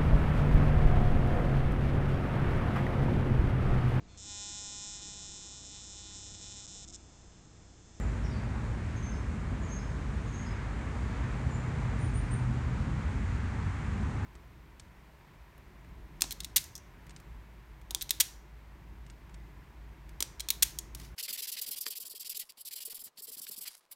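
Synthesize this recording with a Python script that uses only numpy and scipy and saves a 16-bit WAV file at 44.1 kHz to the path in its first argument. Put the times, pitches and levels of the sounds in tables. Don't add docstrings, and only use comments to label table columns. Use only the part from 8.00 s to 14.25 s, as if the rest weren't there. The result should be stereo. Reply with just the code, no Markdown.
import sys
import numpy as np
from scipy import signal
from scipy.fft import rfft, irfft
from scipy.io import wavfile
from scipy.ndimage import uniform_filter1d

SR = 44100
rng = np.random.default_rng(int(sys.argv[2]) if len(sys.argv) > 2 else 0)


def bounce(signal):
    frames = np.transpose(np.atleast_2d(signal))
    limited = np.clip(frames, -1, 1)
    pcm = np.round(limited * 32767).astype(np.int16)
    wavfile.write(sys.argv[1], SR, pcm)


N = 275625
T = np.arange(N) / SR
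HZ = np.maximum(np.arange(N // 2 + 1) * SR / N, 1)

# t/s, then level/dB of rumble, roar and tyre wash (used about their means)
TRAFFIC_FLOW = [(0, -37.5, -49, -48.5), (0.8, -37, -51, -49), (1.8, -39, -52.5, -49),
                (2.4, -38.5, -52, -48.5), (3.3, -38.5, -48.5, -47), (4.4, -38, -51.5, -47),
                (4.75, -37, -51.5, -47.5), (5.5, -37.5, -52.5, -47.5), (6.25, -37, -52, -46.5)]


def undb(db):
    return 10 ** (np.asarray(db) / 20)


def unit(x):
    return x / np.sqrt(np.mean(x ** 2))


def curves(table):
    times, *columns = np.transpose(table)
    return [np.interp(T, times, column) for column in columns]


def across(points):
    hz, value = np.transpose(points)
    return np.interp(np.log(HZ), np.log(hz), value)


def walk(rate):
    hold = int(SR / rate)
    held = np.repeat(rng.standard_normal(N // hold + 1), hold)[:N]
    return 1.286 * uniform_filter1d(uniform_filter1d(held, hold), hold)


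def split(x, hz):
    low = irfft(rfft(x) / (1 + (HZ / hz) ** 6), N)
    return low, x - low


def diffuse(spectrum, flutter_db, flutter_rate):
    # f/Hz, coherence (0-1)
    port_coherence = [(100, 1), (250, .99), (500, .87), (870, .22), (1050, .24), (1380, .5), (1600, .94),
                      (2100, .92), (2900, .1), (4800, .15), (6200, .85), (9000, .8), (14000, .5)]
    # f/Hz, phase/rad
    port_phase = [(60, -0.02), (300, -0.21), (750, -0.96), (1050, 0.67), (1450, 0.039), (2500, -0.15),
                  (3200, 1.3), (4400, -1.26), (5100, -1.15), (15000, -1.52)]
    # f/Hz, level/dB
    port_balance = [(50, -.2), (110, -.7), (200, -1.7), (380, -2.8), (700, -5), (1290, -1.2), (2380, -.5),
                    (6000, .4)]
    shared, own = rfft(rng.standard_normal((2, N)))
    coherence = np.clip(across(port_coherence), 0, .9995)
    right = (coherence * shared + np.sqrt(1 - coherence ** 2) * own) * np.exp(-1j * across(port_phase))
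    tilt_db = across(port_balance) / 2
    ports = np.array([shared * undb(tilt_db), right * undb(-tilt_db)]) * undb(across(spectrum))
    out = 0
    for octave in range(4, 15):
        band = np.maximum(1 - np.abs(np.log2(HZ) - octave), 0)
        out = out + irfft(ports * band, N) * undb(flutter_db * walk(flutter_rate))
    return unit(out)


def air_hiss():
    # f/Hz, relative level/dB
    spectrum = [(1760, -38), (3000, -3), (4230, -2.5), (5160, -5.5), (7070, -3.5), (9120, -11),
                (12900, -31), (15500, -32)]
    tyre_db = curves(TRAFFIC_FLOW)[2]
    swell_db = 0.48 * (tyre_db - tyre_db.mean())
    return diffuse(spectrum, flutter_db=0.65, flutter_rate=11) * undb(-59.5 + swell_db)


def traffic():
    # f/Hz, relative level/dB
    rumble_spectrum = [(16, -42), (28, -22), (41, -9), (64, -1), (97, -5), (141, -9), (183, -14),
                       (217, -11.5), (341, -23.5), (379, -22.5), (534, -27), (660, -27.5), (860, -45.5),
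                       (1450, -120)]
    # f/Hz, relative level/dB
    tyre_spectrum = [(440, -42), (740, -1.5), (933, 0.5), (1630, -4), (2210, -7), (3220, -16),
                     (5000, -29.5), (6500, -58), (11000, -120)]
    low_db, roar_db, tyre_db = (level - level.mean() for level in curves(TRAFFIC_FLOW))
    low, roar = split(diffuse(rumble_spectrum, flutter_db=0.87, flutter_rate=4.8), hz=340)
    rumble = low * undb(low_db) + roar * undb(roar_db - 0.5)
    body, hiss = split(diffuse(tyre_spectrum, flutter_db=0.84, flutter_rate=6.8), hz=1300)
    wash = body * undb(1.4 * tyre_db) + hiss * undb(tyre_db)
    return undb(-34) * rumble + undb(-46.5) * wash


def passing_car():
    # f/Hz, relative level/dB
    spectrum = [(200, -60), (750, -37), (1150, 4), (1800, -3), (2300, -6.5), (3200, -24), (6000, -70)]
    closest_s, half_power_s = 5.57, 0.33
    relative_distance = np.hypot(1, (T - closest_s) / half_power_s)
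    return diffuse(spectrum, flutter_db=2.5, flutter_rate=6) * undb(-52.5) / relative_distance


def firing(hz, wander):
    phase = 2 * np.pi * np.cumsum(hz * (1 + wander * walk(12))) / SR
    return unit(np.sin(phase) + undb(-20.5) * np.sin(2 * phase))


def engines():
    # t/s, firing f/Hz, level/dB
    hum = [(2.9, 126.6, -62), (3.25, 126, -40.5), (3.95, 125.5, -39.5), (4.2, 123.1, -35.5),
           (4.6, 122.9, -36), (4.92, 122.3, -44), (5.1, 123, -66)]
    # loudest at t/s, duration/s, firing f/Hz, glide/(Hz/s), level/dB
    drones = [(0.05, 0.45, 53.4, -4, -34), (0.654, 1.1, 112.3, 8, -44.5), (1.6, 8.9, 52.27, 0, -41),
              (2.799, 0.7, 103.2, 4.5, -44), (3.661, 0.62, 157.8, -7, -42.5), (4.261, 0.99, 48, -5, -39.5),
              (4.7, 0.22, 69, -0.5, -39), (4.9, 0.27, 153.8, 38, -41), (5.1, 1.32, 67.07, -2.5, -38),
              (5.521, 1.1, 90.43, 7, -38), (5.949, 0.27, 204.8, -39.5, -42.5)]
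    hum_hz, hum_db = curves(hum)
    out = firing(hum_hz, wander=.005) * undb(hum_db + 1.2 * walk(rate=9))
    for loudest, length, hz, glide, db in drones:
        since = T - loudest
        swell_db = -7 * (2 * since / length) ** 2 + 0.5 * walk(rate=7.2)
        out = out + firing(hz + glide * since, wander=0.00913) * undb(db + swell_db)
    return out


def trees(x, t60, wet_db, lag, build_s=0.0017):
    t = T[:SR]
    scatter = rng.standard_normal((2, SR)) * undb(-60 * t / t60) * (1 - np.exp(-t / build_s))
    scatter /= np.sqrt(np.sum(scatter ** 2, axis=1, keepdims=True))
    left = irfft(rfft(x) * np.exp(-2j * np.pi * HZ * lag / SR), N)
    return np.array([left, x]) + undb(wet_db) * signal.fftconvolve(x[None], scatter, axes=1)[:, :N]


def whistles(notes, glide_s, quaver, flick=0):
    out = np.zeros(N)
    unsteady = 1 + quaver * walk(260)
    fray = (walk(1200) + 1j * walk(1200)) / np.sqrt(2)
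    for start, length, from_hz, to_hz, db, rasp in notes:
        span = (T > start) & (T < start + length)
        progress = (T[span] - start) / length
        glide_hz = to_hz + (from_hz - to_hz) * np.exp(-progress * length / glide_s)
        hz = glide_hz * (1 - flick * progress ** 20) * unsteady[span]
        carrier = np.exp(2j * np.pi * np.cumsum(hz) / SR)
        tone = (np.sqrt(1 - rasp) + np.sqrt(rasp) * fray[span]) * carrier
        envelope = np.sin(np.pi * progress) ** 0.29
        out[span] += undb(db) * np.sqrt(2) * envelope * tone.imag
    return out


def phrase(start, length, hz, db, rasp, intro_hz, tag_hz, tag_db):
    intro_rasp, tag_rasp = .6, .27
    return [(start - .066, 0.04, intro_hz, intro_hz, db - 5.5, intro_rasp),
            (start, length, hz * (1 - 0.0316), hz, db, rasp),
            (start + length + .019, 0.024, tag_hz * 1.025, tag_hz, tag_db, tag_rasp)]


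def far_birds():
    # t/s, duration/s, final f/Hz, relative level/dB and rasp (0-1) of the main whistle,
    # intro f/Hz, tag f/Hz, tag relative level/dB
    phrases = [(1.024, 0.079, 6350, -55, .16, 6440, 5180, -60.5),
               (1.682, 0.088, 6440, -54.3, 0.15, 6820, 5060, -58.5),
               (2.325, .115, 6570, -57.3, .24, 6630, 4970, -58.5)]
    # t/s, duration/s, start f/Hz, final f/Hz, relative level/dB, rasp (0-1)
    peeps = [(0.0017, 0.032, 7280, 7240, -56.5, 0.3), (0.237, 0.032, 5650, 5250, -59, 0.9),
             (0.304, 0.078, 4900, 4600, -62.3, .13), (0.289, 0.04, 3700, 3670, -67, .25),
             (3.507, 0.056, 7180, 7130, -60, 0.08)]
    song = whistles([note for row in phrases for note in phrase(*row)], glide_s=.022, quaver=0.009)
    chirps = whistles(peeps, glide_s=.017, quaver=0.009)
    return trees(song + chirps, t60=.53, wet_db=4.5, lag=0.68) * undb(-0.5)


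def near_bird():
    # t/s, duration/s, top f/Hz, direct level/dB
    seeps = [(3.986, 0.091, 9260, -58.5), (4.138, .068, 9200, -51.5), (4.307, 0.048, 9060, -49)]
    rise, rasp = 0.088, .04
    notes = [(start, length, hz * (1 - rise), hz, db, rasp) for start, length, hz, db in seeps]
    calls = whistles(notes, glide_s=.013, quaver=0.003, flick=0.08)
    return trees(calls, t60=.32, wet_db=-2, lag=0.99)


def scene():
    return air_hiss() + traffic() + passing_car() + engines() + far_birds() + near_bird()


def record(dry):
    bottom_hz, top_hz = 35, 15650
    thinned = signal.sosfilt(signal.butter(5, bottom_hz, "highpass", fs=SR, output="sos"), dry)
    return signal.sosfilt(signal.ellip(8, .2, 70, top_hz, fs=SR, output="sos"), thinned)


dry = scene()
out = record(dry)
bounce(out)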